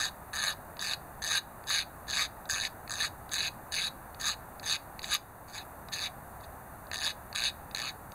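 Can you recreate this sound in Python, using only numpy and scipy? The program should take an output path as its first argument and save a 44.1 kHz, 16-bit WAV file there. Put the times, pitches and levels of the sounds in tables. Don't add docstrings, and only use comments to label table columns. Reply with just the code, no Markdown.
import sys
import numpy as np
from scipy import signal
from scipy.fft import rfft, irfft
from scipy.io import wavfile
from scipy.ndimage import uniform_filter1d

SR = 44100
rng = np.random.default_rng(int(sys.argv[2]) if len(sys.argv) > 2 else 0)


def generate_wav(sig):
    pcm = np.round(np.clip(np.atleast_2d(sig).T, -1, 1) * 32767).astype(np.int16)
    wavfile.write(sys.argv[1], SR, pcm)


N = 358974

# (frequency [Hz], level [dB])
AIR_SPECTRUM = [(20, -8), (62, 1.5), (150, -3), (260, -8), (450, -11), (760, -2.5), (1200, -8),
                (1800, -13.5), (2150, -23.5), (3000, -29), (5200, -31), (8000, -27.5), (14400, -22),
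                (15800, -27.5)]
# (frequency [Hz], width [Hz], level [dB])
RING_MODES = [(834, 600, -23), (1212, 141, -8), (1623, 165, -2.5), (1783, 94, 1)]
SCRAPE_MODES = [(2204, 580, -9.5), (2570, 295, -5), (2930, 170, -7), (3424, 320, -3.5), (3850, 320, 3.5),
                (4320, 580, 0), (4650, 756, 1)]
RASP_MODES = [(4846, 270, -3.5), (6353, 364, 3.5), (6630, 490, 1), (7700, 1240, -14)]
FIZZ_MODES = [(8900, 1800, -3), (10170, 730, -0.5), (10950, 150, 3), (13100, 7800, -13.5)]
# (frequency [Hz], time to fade by 60 dB [s], level [dB])
FREE_END_MODES = [(1815, 0.046, -4), (3896, 0.047, -1), (4150, .04, -16), (9160, 0.035, -15),
                  (10100, 0.036, -12), (11300, 0.077, -15), (14190, 0.11, -20)]
# (time [s], free end's level [dB])
GRIP_LEVELS = [(0, -8.5), (1.9, -11), (3.0, -13), (8.1, -18)]
# (time [s], scrape peak [dB], ring against scrape [dB], rasp against scrape [dB])
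SNAG_EVENTS = [(0.4395, -21.5, -11.5, 1), (0.769, -31, -5, -10), (0.793, -21.5, -15, -22),
               (0.9345, -13.5, -29, -18), (1.6392, -39, -4, -12), (1.704, -19, -4, -13),
               (1.7856, -17, -20, -10), (2.0707, -39, -12, -8), (2.185, -19, -3, -6),
               (2.4553, -34.5, -11, -14), (2.4987, -25, -10, -7), (2.6511, -16, -21, -21),
               (2.8768, -30.5, -8, -14), (2.984, -26, -15, -9), (3.004, -16, -9, -8),
               (3.293, -32.5, -13, -11), (3.3196, -23, -13, -2), (3.3347, -25, -7.5, 6),
               (3.341, -15.5, -20, -4), (3.7394, -21, -22, -9), (4.146, -32.5, -21, -22),
               (4.2128, -23, -19, -1.5), (4.597, -26.5, -17, -12), (4.6309, -33, 0, -2),
               (4.9927, -23, -23, -11), (5.018, -28, -22, -17), (5.043, -17.5, -23, -18),
               (5.886, -30.5, -19, -16), (6.869, -39, -18, -17), (6.9145, -21.5, -2.5, -12),
               (6.9326, -23, -1, -5), (6.9428, -21, -8, -4), (6.9586, -21.5, -14, -9),
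               (7.3276, -28, -11, -14), (7.3484, -28, -1, -10), (7.712, -30.5, -17, -16),
               (7.7478, -16, -16, -9), (7.7826, -20, -8, -15), (7.7988, -22, -20, -16),
               (8.12, -32, -20, -5)]
# (start [s], length [s], fade-in [s], push after start [s], bite [dB], easing [dB], push [dB],
#  extra ring [dB], extra rasp [dB], extra fizz [dB], starting slip rate [1/s])
STROKE_EVENTS = [ (0.000, 0.1, 0.0025, 0.045, -32.5, 3.5, -34, 3.5, 2, -2, 177),
                 (0.331, 0.21, .0035, 0.15, -41.5, 1.5, -33.5, 5.5, 1.5, 1.5, 143),
                 (0.7938, 0.16, .004, .146, -40.5, -2.5, -35, 0, -1.5, -2.5, 136),
                 (1.219, .182, .002, 0.15, -42, 1, -28, 2.5, 2.5, 0, 138),
                 (1.661, 0.18, 0.028, 0.1, -41.5, 0, -28.5, -1, -.5, -2, 148),
                 (2.076, 0.2, 0.013, 0.14, -41, 0, -29.5, 0, -.5, -4, 149),
                 (2.49, .194, 0.0089, 0.18, -34, 1, -37, 2.5, 2, -1.5, 122),
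                 (2.895, .193, .0025, 0.14, -39.5, 5.5, -32.5, 2, 2, 0, 113),
                 (3.306, 0.19, 0.054, 0.17, -31.5, 2, -34, -2.5, -1, -4, 145),
                 (3.715, 0.18, 0.012, 0.16, -36, 0, -34, -4, -1.5, -1, 149),
                 (4.190, 0.16, 0.032, 0.09, -38.5, 5, -31, 0.5, 2, -1.5, 154),
                 (4.626, 0.15, 0.0036, 0.099, -52.5, -4, -28, -3.5, -0.5, -1.5, 145),
                 (5.026, 0.15, .004, 0.12, -49.5, 9, -25, 0.5, 3.5, 2, 160),
                 (5.477, .160, .003, 0.081, -56.5, 6.5, -42, 0, 0, -2, 146),
                 (5.917, .171, 0.012, 0.14, -36.5, 4.5, -34.5, -2.5, -3, -3.5, 160),
                 (6.402, 0.061, .003, 0.037, -60, 16, -55.5, 0, -1, 0, 135),
                 (6.928, 0.2, 0.0033, 0.14, -43.5, 2, -31, -1, -2, -1.5, 106),
                 (7.348, 0.16, 0.0034, 0.12, -35.5, 4, -29, -2.5, -2, -1.5, 130),
                 (7.748, .170, .003, 0.13, -40.5, 1, -37, 0, -1.5, -3.5, 80)]
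# (frequency [Hz], width [Hz])
RECORDER_NOTCHES = [(3180, 686), (4070, 113), (5125, 1050), (5680, 600), (7120, 370), (8170, 110)]

# (level at mid-stroke [dB], change over the stroke [dB])
RING_SHARE, RASP_SHARE, FIZZ_SHARE = (-8.5, -6), (-7, -8.5), (-14.5, -9)
RELEASE_S = 0.0087
GRID_HZ = np.fft.rfftfreq(4096, 1 / SR)


def gain_of(db):
    return 10 ** (np.asarray(db) / 20)


def unit_rms(x):
    return x / np.sqrt(np.mean(x ** 2) + 1e-20)


def steadied(x, window_s):
    size = int(window_s * SR / 2)
    power = uniform_filter1d(uniform_filter1d(x ** 2, size), size)
    return x / np.sqrt(abs(power) + 1e-12)


def add(mix, start_s, sound):
    part = mix[round(start_s * SR):][:len(sound)]
    part += sound[:len(part)]


def drift(samples, per_s):
    points = rng.standard_normal(int(samples / SR * per_s) + 3)
    return unit_rms(np.interp(np.arange(samples) / SR * per_s, np.arange(len(points)), points))


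def click_response(modes):
    power = sum(gain_of(db) ** 2 / (1 + ((GRID_HZ - hz) / (width / 2)) ** 2 / 2) ** 2
                for hz, width, db in modes)
    log_gain = np.log(np.r_[power, power[-2:0:-1]] + 1e-10) / 2
    spectrum = np.exp(np.conj(signal.hilbert(log_gain)))
    ringing = np.fft.ifft(spectrum).real[:len(GRID_HZ)]
    return ringing / np.linalg.norm(ringing)


def background(air_db=-47, whine_db=-70.5, whine_hz=9200, waver_hz=14):
    hz, db = np.transpose(AIR_SPECTRUM)
    shape_db = np.interp(np.log(np.fft.rfftfreq(N, 1 / SR) + 1), np.log(hz), db)
    air = irfft(rfft(rng.standard_normal(N)) * gain_of(shape_db), N)
    pitch_hz = whine_hz + waver_hz * drift(N, per_s=51)
    whine = np.sin(2 * np.pi * np.cumsum(pitch_hz) / SR)
    return gain_of(air_db) * unit_rms(air) + gain_of(whine_db) * unit_rms(whine)


def room(x, early_db=-13, early_fade_s=0.11, tail_db=-23, tail_fade_s=0.3, dull_hz=7000):
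    t = np.arange(SR // 2) / SR
    bounces = rng.standard_normal((2, len(t))) * (rng.random((2, len(t))) < 0.08) * (t > 0.0015)
    early = bounces[0] * gain_of(-60 * t / early_fade_s)
    tail = bounces[1] * gain_of(-60 * t / tail_fade_s)
    echo = gain_of(early_db) * early / np.linalg.norm(early)
    echo += gain_of(tail_db) * tail / np.linalg.norm(tail)
    echo = signal.lfilter(*signal.butter(1, dull_hz, fs=SR), echo)
    return x + signal.fftconvolve(x, echo)[:N]


def grain_crack(start_s=5.1425, peak_db=-16, hz=13100, width_hz=1000):
    out = np.zeros(N)
    tick = click_response([(hz, width_hz, 0)])
    add(out, start_s, gain_of(peak_db) * tick / abs(tick).max())
    return out


def snags(trim_db=-1, fizz_below_rasp_db=7, crunch_s=0.00096, crunch_db=-9):
    out, t = np.zeros(N), np.arange(len(GRID_HZ)) / SR
    bodies = [click_response(modes) for modes in (SCRAPE_MODES, RING_MODES, RASP_MODES, FIZZ_MODES)]
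    for start_s, peak_db, ring_db, rasp_db in SNAG_EVENTS:
        crunch = gain_of(crunch_db) * rng.standard_normal(len(t)) * np.exp(-t / crunch_s)
        force = (t == 0) + crunch
        voices = np.array([unit_rms(signal.fftconvolve(force, body)) for body in bodies])
        shares = gain_of([0, ring_db, rasp_db, rasp_db - fizz_below_rasp_db])
        add(out, start_s, gain_of(peak_db + trim_db) * (shares @ voices) / abs(voices[0]).max())
    return out


def free_end(force):
    t = np.arange(len(GRID_HZ)) / SR
    ring = sum(gain_of(db) * unit_rms(gain_of(-60 * t / fade_s) * np.sin(2 * np.pi * hz * t))
               for hz, fade_s, db in FREE_END_MODES)
    grip_db = np.interp(np.arange(N) / SR, *np.transpose(GRIP_LEVELS))
    return signal.fftconvolve(force * gain_of(grip_db), ring / np.linalg.norm(ring))[:N]


def friction(samples, first_per_s, last_per_s=215, jitter=0.33, slip_s=0.00087, jolt_db=6):
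    pace = np.linspace(first_per_s, last_per_s, samples)
    slips_per_s = pace * np.exp(jitter * drift(samples, per_s=200))
    slip_number = (np.cumsum(slips_per_s) / SR).astype(int)
    since_slip_s = (np.arange(samples) - np.searchsorted(slip_number, slip_number)) / SR
    strength = gain_of(2 * rng.standard_normal(samples))[slip_number]
    grit = rng.standard_normal(samples) * gain_of(1.6 * rng.standard_normal(samples))
    slips = gain_of(jolt_db) * (since_slip_s == 0) + np.exp(-since_slip_s / slip_s) * grit
    drag = gain_of(-7 + 19 * np.log2(pace / last_per_s))
    return strength * slips + drag * grit


def rubbed(force, modes, wander_db=3, darken_db=6, sing_hz=4100, reach_hz=300, sing_rise_db=4.8):
    out, progress = np.zeros(len(force)), np.linspace(-0.5, 0.5, len(force))
    for k, (hz, width, db) in enumerate(modes):
        resonator = signal.iirpeak(hz, hz / (width * np.sqrt(2)), fs=SR)
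        ringing = signal.lfilter(*resonator, signal.lfilter(*resonator, force))
        tilt_db = -darken_db * progress * np.log2(hz / modes[0][0])
        sing_db = sing_rise_db * progress * np.exp(-((hz - sing_hz) / reach_hz) ** 2)
        share = gain_of(db + tilt_db + sing_db + wander_db * drift(len(force), per_s=33.4))
        out += (-1) ** k * share * ringing
    return out


def effort_db(t, length_s, push_s, bite_db, ease_db, push_db, lift_db=-18):
    rise = np.clip(t / push_s, 0, 1)
    lift = np.clip((t - push_s) / max(length_s - push_s, RELEASE_S), 0, 1)
    dip_db = ease_db * np.sin(np.pi * rise) ** 2
    return bite_db + (push_db - bite_db) * rise - dip_db + lift_db * lift ** 1.84


def strokes(boost_db=3, tremor_db=0.67, wander_db=0.6):
    out, end_force = np.zeros(N), np.zeros(N)
    for (start_s, length_s, fade_in_s, push_s, bite_db, ease_db, push_db,
         ring_db, rasp_db, fizz_db, slips_per_s) in STROKE_EVENTS:
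        t = np.arange(0, length_s, 1 / SR)
        level_db = effort_db(t, length_s, push_s, bite_db, ease_db, push_db)
        level_db += tremor_db * drift(len(t), per_s=58.4)
        fades = np.minimum(t / fade_in_s, 1) * np.minimum((length_s - t) / RELEASE_S, 1)
        pressure = gain_of(level_db) * fades
        force = friction(len(t), slips_per_s)
        add(end_force, start_s, pressure * unit_rms(force))
        voices = [(SCRAPE_MODES, 0, (0, 0)), (RING_MODES, ring_db, RING_SHARE),
                  (RASP_MODES, rasp_db, RASP_SHARE), (FIZZ_MODES, fizz_db, FIZZ_SHARE)]
        for modes, extra_db, (usual_db, change_db) in voices:
            share_db = boost_db + extra_db + usual_db + change_db * (t / length_s - 0.5)
            share_db += wander_db * drift(len(t), per_s=29.6)
            voice = steadied(rubbed(force, modes), window_s=0.061)
            add(out, start_s, pressure * gain_of(share_db) * voice)
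    return out + free_end(end_force)


def scene():
    sanding = strokes() + snags() + grain_crack()
    return (room(sanding) + background())[None]


def record(dry, threshold_db=-29, squeeze=0.66, fall_db_per_s=12, top_hz=15700):
    x = dry[0]
    for hz, width in RECORDER_NOTCHES:
        x = signal.lfilter(*signal.iirnotch(hz, hz / width, fs=SR), x)
    power_db = 10 * np.log10(abs(uniform_filter1d(x ** 2, size=900)) + 1e-12)
    fall_db = np.arange(N) / SR * fall_db_per_s
    held_db = np.maximum.accumulate(power_db + fall_db) - fall_db
    over_db = np.maximum(held_db - threshold_db, 0)
    x = x / gain_of(squeeze * uniform_filter1d(over_db, size=200))
    low_pass = signal.firwin(401, top_hz, window=("kaiser", 8), fs=SR)
    return signal.oaconvolve(x, low_pass, "same")[None]


dry = scene()
out = record(dry)
generate_wav(out)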